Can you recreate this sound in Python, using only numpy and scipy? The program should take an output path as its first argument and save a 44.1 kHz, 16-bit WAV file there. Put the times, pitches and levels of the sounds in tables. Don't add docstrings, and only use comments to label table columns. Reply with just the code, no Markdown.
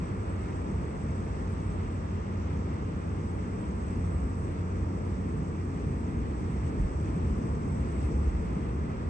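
import sys
import numpy as np
from scipy.fft import rfft, irfft, next_fast_len
from scipy.io import wavfile
from scipy.ndimage import map_coordinates

SR = 44100
rng = np.random.default_rng(int(sys.argv[2]) if len(sys.argv) > 2 else 0)


def transcribe(u):
    v = np.clip(np.atleast_2d(u).T, -1, 1)
    q = np.round(v * 32767).astype(np.int16)
    wavfile.write(sys.argv[1], SR, q)


N = 400869
T = np.arange(N) / SR

# frequency_hz, density_db
RUMBLE_SPECTRUM = [(15, -42), (25, -29.5), (35, -16), (46, -11.5), (64, 1), (80, -4), (100, -5),
                   (118, -11.5), (200, -25.5), (500, -78)]


def traffic(rumble_db=-38, engines_db=-37.5, roar_db=-50):
    # frequency_hz, density_db
    engine_spectrum = [(60, -30.5), (112, -4), (146, -0.5), (185, 0.5), (205, -0.5), (245, -4), (270, -6.5),
                       (320, -6.5), (380, -8.5), (450, -10.5), (540, -13.5), (650, -16.5), (1000, -20),
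                       (3000, -77)]
    roar_spectrum = [(250, -28), (550, -20), (750, -5.5), (980, -3), (1300, -5.5), (1550, -8), (2000, -19),
                     (3000, -48.5)]
    hiss_spectrum = [(1000, -26), (1500, -1), (1750, 0), (2000, 0.5), (2500, -3.5), (3000, -9), (3350, -10),
                     (4080, -17), (4520, -12.5), (5000, -26.5), (9000, -48.5)]
    # time_s, gain_db
    flow = [(0, 1.5), (4.2, 0.5), (5.9, -0.9), (7.2, 0.4), (9, 0.5)]
    # time_s, level_db
    hiss_levels = [(0, -57.5), (4.3, -58), (6.6, -56), (7.3, -57), (8.2, -57), (9, -57)]
    flow_db, = curves(flow)
    hiss_db, = curves(hiss_levels)
    rumble = amp(rumble_db + 0.67 * wobble(2.7)) * far_noise(RUMBLE_SPECTRUM)
    engines = amp(engines_db + 0.3 * wobble(6.6)) * far_noise(engine_spectrum)
    roar = amp(roar_db + 0.3 * wobble(18)) * far_noise(roar_spectrum)
    hiss = amp(hiss_db + 0.7 * wobble(12)) * far_noise(hiss_spectrum)
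    return amp(flow_db) * (rumble + engines + roar + hiss)


def heavy_traffic(closest_s=7.27, half_power_s=2.01, rumble_db=-35.5, growl_db=-37.5, note_db=-47):
    # frequency_hz, density_db
    growl_spectrum = [(60, -32), (118, -7.5), (145, 3), (190, -1.5), (240, 0), (310, -3), (380, -9.5),
                      (450, -8.5), (520, -18), (650, -17.5), (1000, -19), (3000, -76)]
    nearness = 1 / np.hypot(1, (T - closest_s) / half_power_s)
    note = amp(note_db) * swell(peak_s=7.4, width_s=1.0) * tone(hz=128, drift_hz=.7, waver_db=2.0)
    rumble = amp(rumble_db) * far_noise(RUMBLE_SPECTRUM)
    growl = amp(growl_db + 0.68 * wobble(6.2)) * far_noise(growl_spectrum)
    return note + nearness * (rumble + growl)


def booms(width_octaves=0.27):
    # peak_s, level_db, pitch_hz, width_s
    bumps = [(1.7, -38, 60.4, 0.23), (4.1, -33, 64, 0.15), (5.207, -36, 197, 0.07),
             (5.885, -32.5, 142, 0.042), (5.89, -35, 60.4, 0.066), (6.05, -40.5, 238, .1),
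             (6.85, -26, 54, 0.035), (7.057, -34, 83.5, 0.14), (7.166, -30, 173, 0.018),
             (7.346, -29.7, 61, 0.03), (8.104, -29.5, 70, 0.088), (8.307, -29, 58.7, 0.12),
             (8.59, -36, 146, 0.051)]
    total = np.zeros(N)
    for peak_s, level_db, pitch_hz, width_s in bumps:
        band = noise_band(pitch_hz, width_octaves)
        envelope = swell(peak_s, width_s)
        rms_in_swell = np.sqrt(np.average(band ** 2, weights=envelope ** 2))
        total += amp(level_db) * envelope * band / rms_in_swell
    return total


def machine_drone(hum_hz=90.24, whine_hz=440.6):
    # time_s, hum_db, whine_db
    drone_levels = [(0, -38, -58.5), (3, -39, -60), (5, -36.5, -54.5), (6.3, -41.5, -58.5),
                    (7.5, -49, -56.5), (8.1, -55, -65)]
    hum_db, whine_db = curves(drone_levels)
    hum = tone(hum_hz, drift_hz=.4, waver_db=1.0)
    whine = tone(whine_hz, drift_hz=.4, waver_db=1.0)
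    return amp(hum_db) * hum + amp(whine_db) * whine


def engine_pulls(width_octaves=.07):
    # peak_s, level_db, pitch_hz, width_s
    pulls = [(0.151, -39, 187, 0.26), (3.95, -41.5, 185.5, 0.37), (4.716, -43, 182, 0.15),
             (5.35, -39.5, 159, .1)]
    return sum(amp(level_db) * swell(peak_s, width_s) * noise_band(pitch_hz, width_octaves)
               for peak_s, level_db, pitch_hz, width_s in pulls)


def tyre_swishes(skirt_db=-20):
    # peak_s, level_db, pitch_hz, width_s
    cars = [(0.48, -51, 765, 0.08), (2.401, -68.5, 2810, 1.2), (8.02, -62.5, 2180, .2),
            (8.52, -60.5, 2090, 0.082)]
    total = np.zeros((2, N))
    for peak_s, level_db, pitch_hz, width_s in cars:
        spectrum = [(pitch_hz / 10, -90), (pitch_hz / 2, skirt_db), (pitch_hz, 0),
                    (pitch_hz * 2, skirt_db), (pitch_hz * 10, -120)]
        total += amp(level_db) * swell(peak_s, width_s) * far_noise(spectrum)
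    return total


def cricket(start_hz=6850, end_hz=6000, scatter_hz=45, stroke_s=.012, spacing_s=.021, period_s=.124):
    # time_s, level_db
    chirp_levels = [(0.5, -68), (1, -63.5), (2, -65.5), (2.9, -63), (4.6, -67), (9, -66)]
    chirps_s = np.arange(.109, N / SR - period_s / 2, period_s)
    chirps_s += .003 * rng.standard_normal(len(chirps_s))
    progress = np.linspace(0, 1, round(stroke_s * SR))
    song = np.zeros(N + SR)
    for starts_s, stroke_db in (chirps_s - spacing_s, -3), (chirps_s, 0):
        for start_s, (sharpness, strength) in zip(starts_s, rng.standard_normal((len(starts_s), 2))):
            pitch_hz = start_hz + (end_hz - start_hz) * progress + scatter_hz * sharpness
            stroke = np.sin(np.pi * progress) ** 2 * np.sin(2 * np.pi * np.cumsum(pitch_hz) / SR)
            song[round(start_s * SR):][:len(stroke)] += amp(stroke_db + 2.0 * strength) * stroke
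    level_db, = curves(chirp_levels)
    return amp(level_db) * song[:N] * amp([[3.0], [-3.0]])


def insects(flutter_db=0.83):
    # frequency_hz, density_db
    trill_spectrum = [(6800, -46.5), (7300, -21.5), (7550, -15.5), (7800, -5.5), (7970, -1.5), (8030, -0.5),
                      (8062, 3.5), (8100, 1), (8350, -9), (8600, -19), (8900, -42)]
    hiss_spectrum = [(3500, -46), (4500, -15), (4900, -11), (5250, -13.5), (5550, -11.5), (5870, -10),
                     (6250, -14.5), (6550, -15.5), (7100, -16.5), (7600, -10.5), (8500, -30.5),
                     (9000, -51.5)]
    # time_s, level_db
    trill_levels = [(1.7, -66.5), (2.4, -72), (3.7, -66), (4.3, -65), (4.7, -69), (5.25, -67),
                    (6.15, -67.5), (6.55, -65), (7.3, -67), (8, -63.5), (8.8, -70)]
    hiss_levels = [(0, -67), (1.1, -65.5), (2.2, -66.5), (6.3, -66.5), (7.25, -65), (8.1, -65), (8.8, -68)]
    # pitch_hz, level_db, width_octaves
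    lone_note = (6430, -86, .005)
    trill_db, = curves(trill_levels)
    hiss_db, = curves(hiss_levels)
    lone_hz, lone_db, lone_octaves = lone_note
    trill = amp(trill_db + flutter_db * wobble(30)) * far_noise(trill_spectrum)
    hiss = amp(hiss_db + .3 * wobble(4.2) + 0.82 * wobble(25)) * far_noise(hiss_spectrum)
    return trill + hiss + amp(lone_db) * noise_band(lone_hz, lone_octaves)


def far_noise(spectrum):
    # frequency_hz, likeness (0-1), left_lead_rad
    ports = [(90, 0.97, .05), (235, 0.86, 0.15), (390, 0.76, 0.41), (574, .58, 1.98), (660, 0.7, 2.25),
             (720, 0.72, 2.76), (1020, 0.72, 2.57), (1193, 0.05, 3.7), (1506, 0.79, 3.15), (1807, 0.3, 4.4),
             (1900, 0.2, 6.2), (2140, 0.7, 6.45), (2690, 0.8, 6.7), (3160, 0.2, 8.85), (3800, 0.01, 9.4),
             (4470, 0.4, 9.5), (5480, 0.3, 11.4), (5720, 0.3, 15), (6130, 0.3, 17), (7370, 0.3, 10.7),
             (8000, 0.6, 13)]
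    # frequency_hz, left_minus_right_db
    balance = [(100, -0.5), (450, 0.8), (750, 0), (1100, -2), (1400, 0.5), (1900, -0.5), (2500, -3),
               (3400, 0), (4500, 3), (5700, 12.5), (7500, 8.5), (8100, 4.5)]
    size = next_fast_len(N + 8192)
    hz = np.fft.rfftfreq(size, 1 / SR)
    common, apart = rfft(rng.standard_normal((2, size)))
    likeness, lead_rad = along(ports, hz)
    blend_rad = np.arccos(np.clip(likeness, 0, 1)) / 2
    side = np.array([[1], [-1]])
    pair = np.cos(blend_rad) * common + side * np.sin(blend_rad) * apart
    pair *= np.exp(.5j * side * lead_rad)
    colour = amp(along(spectrum, hz)[0] + side * along(balance, hz)[0] / 2)
    return unit(irfft(pair * colour, size)[:, :N])


def noise_band(pitch_hz, width_octaves):
    noise = rng.standard_normal(N)
    return unit(filtered(noise, lambda hz: np.exp(-.5 * (np.log2((hz + 1) / pitch_hz) / width_octaves) ** 2)))


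def tone(hz, drift_hz, waver_db):
    gain = amp(waver_db * wobble(5))
    pitch_hz = hz + drift_hz * wobble(1.5)
    return unit(gain * np.sin(2 * np.pi * np.cumsum(pitch_hz) / SR))


def swell(peak_s, width_s):
    return np.exp(-.5 * ((T - peak_s) / width_s) ** 2)


def wobble(rate):
    knots = rng.standard_normal(int(N * rate / SR) + 4)
    return map_coordinates(knots, [np.arange(N) * rate / SR])


def curves(rows):
    time_s, *columns = np.transpose(rows)
    return [np.interp(T, time_s, column) for column in columns]


def along(rows, hz):
    row_hz, *columns = np.transpose(rows)
    return [np.interp(np.log(hz + 1), np.log(row_hz + 1), column) for column in columns]


def filtered(x, response):
    size = next_fast_len(N + SR // 2)
    return irfft(rfft(x, size) * response(np.fft.rfftfreq(size, 1 / SR)), size)[..., :N]


def amp(db):
    return 10 ** (np.asarray(db) / 20)


def unit(x):
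    return x / np.sqrt(np.mean(x ** 2) + 1e-20)


def scene():
    city = traffic() + heavy_traffic() + tyre_swishes() + engine_pulls() + machine_drone() + booms()
    return city + insects() + cricket()


def record(dry):
    limit_hz = 8800
    return filtered(dry, lambda hz: 1 / np.sqrt(1 + (hz / limit_hz) ** 300))


dry = scene()
out = record(dry)
transcribe(out)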